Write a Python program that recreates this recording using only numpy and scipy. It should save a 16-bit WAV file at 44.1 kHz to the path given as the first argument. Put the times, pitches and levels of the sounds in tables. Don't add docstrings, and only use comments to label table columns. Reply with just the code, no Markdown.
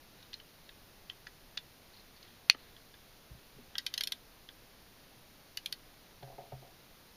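import sys
import numpy as np
from scipy import signal
from scipy.fft import rfft, irfft
from scipy.io import wavfile

SR = 44100
rng = np.random.default_rng(int(sys.argv[2]) if len(sys.argv) > 2 else 0)


def dump_mix(stems):
    frames = np.atleast_2d(stems).T
    limited = np.clip(frames, -1, 1)
    pcm = np.round(limited * 32767).astype(np.int16)
    wavfile.write(sys.argv[1], SR, pcm)


N = 315756
T = np.arange(int(.3 * SR)) / SR
HELD_T60_S = .008

# frequency in Hz, level in dB,
# reverberation time (T60) in seconds.
SHELL_MODES = [(1626, -14, 0.015), (2020, -12.5, 0.016), (2650, -11, 0.013), (3086, -3.5, 0.021),
               (3780, -6.5, 0.015), (4400, -4.5, 0.022), (5035, -8, .011), (5960, -10.5, 0.016),
               (6630, -14, 0.0079)]
PAWL_MODES = [(8880, -10, 0.0038), (10800, -7, 0.0046), (11400, -4.5, 0.0028), (11960, -6, 0.0027),
              (13300, -15, 0.004), (14300, -25, .003)]


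def snap(start_s=2.49855):
    # frequency in Hz, peak level in dB, swell time in seconds.
    latch_modes = [(968, -32, 0.00049), (2170, -16, 0.00052), (2523, -8.5, 0.00066), (2780, -9.5, 0.00044),
                   (3760, -13.5, 0.00084), (4320, -1.5, 0.00056), (5690, -9.5, 0.00042)]
    out = np.zeros(N)
    for hz, db, swell_s in latch_modes:
        envelope = T / swell_s * np.exp(1 - T / swell_s)
        add(out, start_s, from_db(db) * envelope * np.sin(2 * np.pi * hz * T))
    crack = body(contact(rise_s=.0001, decay_s=.00047), PAWL_MODES, tilt_db=-23)
    thump = small_radiator(np.exp(-T / .00015), edge_hz=190)
    buzz = body(contact(rise_s=.0021, decay_s=.011), SHELL_MODES, tilt_db=1)
    add(out, start_s, from_db(-33) * crack + from_db(-25) * thump + from_db(-35) * buzz)
    return out


def ratchet(slap_delay_s=.0015, slowest_tooth_s=.1):
    # start in seconds, shell level in dB, tilt in dB per octave, tooth pitch in Hz,
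    # tooth level in dB.
    teeth = [(3.781, -32, 3.5, 5300, -41), (3.8637, -33.5, 1.5, 3800, -41), (3.9386, -35, 3.5, 3500, -47),
             (3.9768, -32.5, 4, 3330, -41), (4.0073, -31.5, -1.5, 4300, -39), (4.035, -35.5, 7, 3700, -43),
             (4.0714, -36.5, 2, 4700, -42), (4.12, -35, 0, 3580, -34.5), (5.5711, -35.5, 1.5, 2790, -51),
             (5.6586, -40.5, 5, 3120, -34.5), (5.7241, -40, -2, 4400, -35.5)]
    out = np.zeros(N)
    gaps_s = np.minimum(np.diff([row[0] for row in teeth], prepend=0), slowest_tooth_s)
    cracks_db = -46.5 + 2 * np.log2(slowest_tooth_s / gaps_s)
    for (s, shell_db, tilt_db, hz, tooth_db), crack_db in zip(teeth, cracks_db):
        slip = unit(contact(rise_s=.00042, decay_s=.0024))
        slap = unit(contact(rise_s=.0001, decay_s=.001))
        lag = int(slap_delay_s * rng.uniform(.65, 1.3) * SR)
        drive = slip + from_db(1) * np.roll(slap, lag)
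        shell = body(drive, gripped(SHELL_MODES), tilt_db)
        tooth = ring(drive, hz, HELD_T60_S)
        crack = body(contact(rise_s=.00028, decay_s=.0024), PAWL_MODES)
        add(out, s, from_db(shell_db) * shell + from_db(tooth_db) * tooth + from_db(crack_db) * crack)
    return small_radiator(out, edge_hz=1070)


def ticks(graze_lead_s=.004):
    # start in seconds, shell level in dB, tilt in dB per octave, part pitch in Hz,
    # part level in dB.
    touches = [(0.227, -70, -5, 3900, -56), (0.3313, -51.5, -2.5, 3200, -49.5), (0.3404, -62, 2, 4160, -41),
               (0.399, -59.5, -3, 3070, -56), (0.691, -57, -11, 3680, -53), (1.098, -50.5, -5, 3150, -41),
               (1.2685, -52, 6, 1760, -47.5), (1.574, -44.5, 0.5, 3500, -35), (2.228, -57.5, 9, 4130, -60),
               (2.5463, -52.5, -14, 1260, -49), (2.765, -66, -1, 3320, -57), (2.94, -64, -19, 3480, -59),
               (3.7538, -47.5, -25, 3270, -40), (3.792, -52, -8, 1900, -54),
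               (4.4884, -56.5, -14, 3400, -49), (6.229, -58.5, -11, 3570, -60.5)]
    out = np.zeros(N)
    for s, shell_db, tilt_db, hz, part_db in touches:
        shell = body(contact(rise_s=.0012, decay_s=.0017), gripped(SHELL_MODES), tilt_db)
        crack = body(contact(rise_s=.0002, decay_s=.0011), PAWL_MODES)
        part = ring(contact(rise_s=.00025, decay_s=.0017), hz, HELD_T60_S)
        graze = body(contact(rise_s=.003, decay_s=.0019), SHELL_MODES, tilt_db)
        add(out, s - graze_lead_s, from_db(shell_db - 7) * graze)
        add(out, s, from_db(shell_db) * (shell + from_db(-27) * crack) + from_db(part_db) * part)
    return cushioned(small_radiator(out, edge_hz=400), edge_hz=6700)


def tray(boom_lag_s=.0093, rattle_gap_s=.026, rattle_loss_db=.9):
    # start in seconds, wall level in dB, boom level in dB, wait until the rattle in seconds,
    # rattle level in dB.
    knocks = [(6.223, -46.5, -45, 0.046, -51), (6.380, -42.5, -54.5, .026, -53),
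              (6.5189, -43.5, -42.5, .1, -54.5)]
    # frequency in Hz, level in dB, T60 in seconds.
    tray_modes = [(263, -19, .06), (403, -9.5, 0.047), (557.4, -4, 0.13), (674.6, -3, 0.24),
                  (739, -4.5, 0.12), (830, -6.5, .06), (954, -14, 0.027), (1250, -21, .03),
                  (2220, -23, 0.017)]
    out = np.zeros(N)
    boom = ring(np.exp(-T / .0016), hz=131, t60=.35)
    for s, wall_db, boom_db, wait_s, rattle_db in knocks:
        rattle = [(s + wait_s + k * rattle_gap_s, rattle_db - k * rattle_loss_db) for k in range(3)]
        for at, db in [(s, wall_db)] + rattle:
            add(out, at, from_db(db) * body(contact(rise_s=.0003, decay_s=.0068), tray_modes))
        add(out, s + boom_lag_s, from_db(boom_db) * boom)
    return out


def scrapes(slip_s=.029):
    # start in seconds, length in seconds, level in dB, resonance in Hz.
    slides = [(1.934, .1, -58.5, 4300), (2.16, .025, -60, 4500), (2.273, .025, -62, 3250)]
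    out = np.zeros(N)
    for s, length_s, db, hz in slides:
        for k in range(max(round(length_s / slip_s), 1)):
            slip = contact(rise_s=.0071, decay_s=.0076)
            add(out, s + k * slip_s, from_db(db) * ring(slip, hz, t60=.0075))
    return out


def hand_bumps():
    # start in seconds, level in dB, frequency in Hz, T60 in seconds.
    bumps = [(2.5468, -51, 276, 0.022), (2.5466, -52, 696, 0.012), (3.306, -44.5, 58.5, .22),
             (3.305, -48.5, 115, 0.067), (3.345, -55, 128, 0.11), (3.56, -55, 131, 0.15),
             (3.582, -56.5, 394, 0.03), (3.590, -53.5, 234, 0.16), (6.53, -50, 60, .1)]
    out = np.zeros(N)
    for s, db, hz, t60 in bumps:
        drive = cushioned(contact(rise_s=.0009, decay_s=.0046), edge_hz=2 * hz)
        add(out, s, from_db(db) * ring(drive, hz, t60))
    return out


def rubbing(grain_db=3, rise_db_per_s=90, fall_db_per_s=60, grip_db=-75.5):
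    # frequency in Hz, relative spectral level in dB.
    friction_spectrum = [(500, -22.5), (1500, 4), (3200, 3.5), (4300, 7.5), (5200, -32), (7000, -17.5),
                         (16000, -37)]
    # firmest moment in seconds, level in dB.
    strokes = [(.2, -66), (1.98, -67), (2.25, -63.5), (2.62, -62.5), (3.1, -76), (3.95, -59.5), (5.9, -72)]
    knots = np.arange(0, N, 200)
    grain = np.interp(np.arange(N), knots, rng.standard_normal(len(knots)))
    rub = coloured(rng.standard_normal(N), friction_spectrum) * from_db(grain_db * grain)
    t = np.arange(N) / SR
    strokes_db = [db - np.maximum(rise_db_per_s * (s - t), fall_db_per_s * (t - s)) for s, db in strokes]
    level_db = np.maximum(np.max(strokes_db, axis=0), grip_db)
    return rub / rub.std() * from_db(level_db)


def room(x, wet_db, first_echo_s=.003, t60=.08):
    # frequency in Hz, relative level of the reflections in dB.
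    reflection_spectrum = [(200, -8.5), (1000, 4), (2000, -1), (2750, 0), (3500, -1), (4400, -3.5),
                           (5900, -4.5), (10000, 0.5), (14000, -8.5)]
    envelope = from_db(-60 * T / t60) * (T > first_echo_s)
    echoes = coloured(rng.standard_normal(len(T)), reflection_spectrum) * envelope
    return x + from_db(wet_db) * signal.fftconvolve(x, echoes / np.linalg.norm(echoes))[:N]


def hiss():
    # frequency in Hz, power density in dB per Hz.
    floor_spectrum = [(15, -85.5), (27, -79), (42, -89.5), (130, -89), (300, -92.5), (700, -95.5),
                      (1200, -99), (3200, -101), (4300, -99.5), (5500, -102), (9000, -105), (12000, -105),
                      (15500, -107)]
    return coloured(rng.standard_normal(N), floor_spectrum) * np.sqrt(SR / 2)


def contact(rise_s, decay_s):
    return rng.standard_normal(len(T)) * (1 - np.exp(-T / rise_s)) ** 2 * np.exp(-T / decay_s) + 1e-18


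def ring(drive, hz, t60):
    r, w = from_db(-60 / (t60 * SR)), 2 * np.pi * hz / SR
    underflow_guard = 1e-18 * np.cos(w * SR * T)
    return unit(signal.lfilter([1, 0, -1], [1, -2 * r * np.cos(w), r * r], drive + underflow_guard))


def body(drive, modes, tilt_db=0):
    lowest_hz = modes[0][0]
    return unit(sum((-1) ** k * from_db(db + tilt_db * np.log2(hz / lowest_hz)) * ring(drive, hz, t60)
                    for k, (hz, db, t60) in enumerate(modes)))


def gripped(modes, spread=.046):
    return [(hz * np.exp(spread * rng.uniform(-1.15, 1)), db, t60) for hz, db, t60 in modes]


def small_radiator(x, edge_hz):
    return signal.sosfilt(signal.butter(2, edge_hz, "high", fs=SR, output="sos"), x)


def cushioned(x, edge_hz):
    return signal.sosfilt(signal.butter(2, edge_hz, fs=SR, output="sos"), x + 1e-18)


def coloured(x, points):
    hz, db = np.transpose(points)
    bins = np.maximum(np.fft.rfftfreq(len(x), 1 / SR), 1)
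    gain = from_db(np.interp(np.log(bins), np.log(hz), db))
    return irfft(rfft(x) * gain, len(x))


def from_db(db):
    return 10 ** (np.asarray(db) / 20)


def unit(x):
    return x * np.sqrt(SR / 100 / (np.sum(x ** 2) + 1e-20))


def add(track, s, sound):
    at = int(s * SR)
    track[at:at + len(sound)] += sound[:N - at]


def limiter(x, threshold_db, release_db_per_s=75, attack_s=.0066):
    over_db = np.maximum(20 * np.log10(np.abs(x) + 1e-9) - threshold_db, 0)
    ramp_db = release_db_per_s * np.arange(N) / SR
    held_db = np.maximum.accumulate(over_db + ramp_db, axis=-1) - ramp_db
    r = np.exp(-1 / (attack_s * SR))
    return x * from_db(-signal.lfilter([1 - r], [1, -r], held_db))


def scene():
    background = hiss()
    handling = ratchet() + ticks() + scrapes() + tray() + rubbing() + hand_bumps()
    return (room(handling, wet_db=-13) + room(snap(), wet_db=-17) + background)[None]


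def record(dry, ceiling=.96, notch_hz=7857, cutoff_hz=15450):
    rounded = ceiling * np.tanh(dry / ceiling)
    notched = signal.lfilter(*signal.iirnotch(notch_hz, Q=2.48, fs=SR), rounded)
    limited = limiter(notched, threshold_db=-7)
    return signal.sosfilt(signal.ellip(10, .2, 70, cutoff_hz, fs=SR, output="sos"), limited)


dry = scene()
out = record(dry)
dump_mix(out)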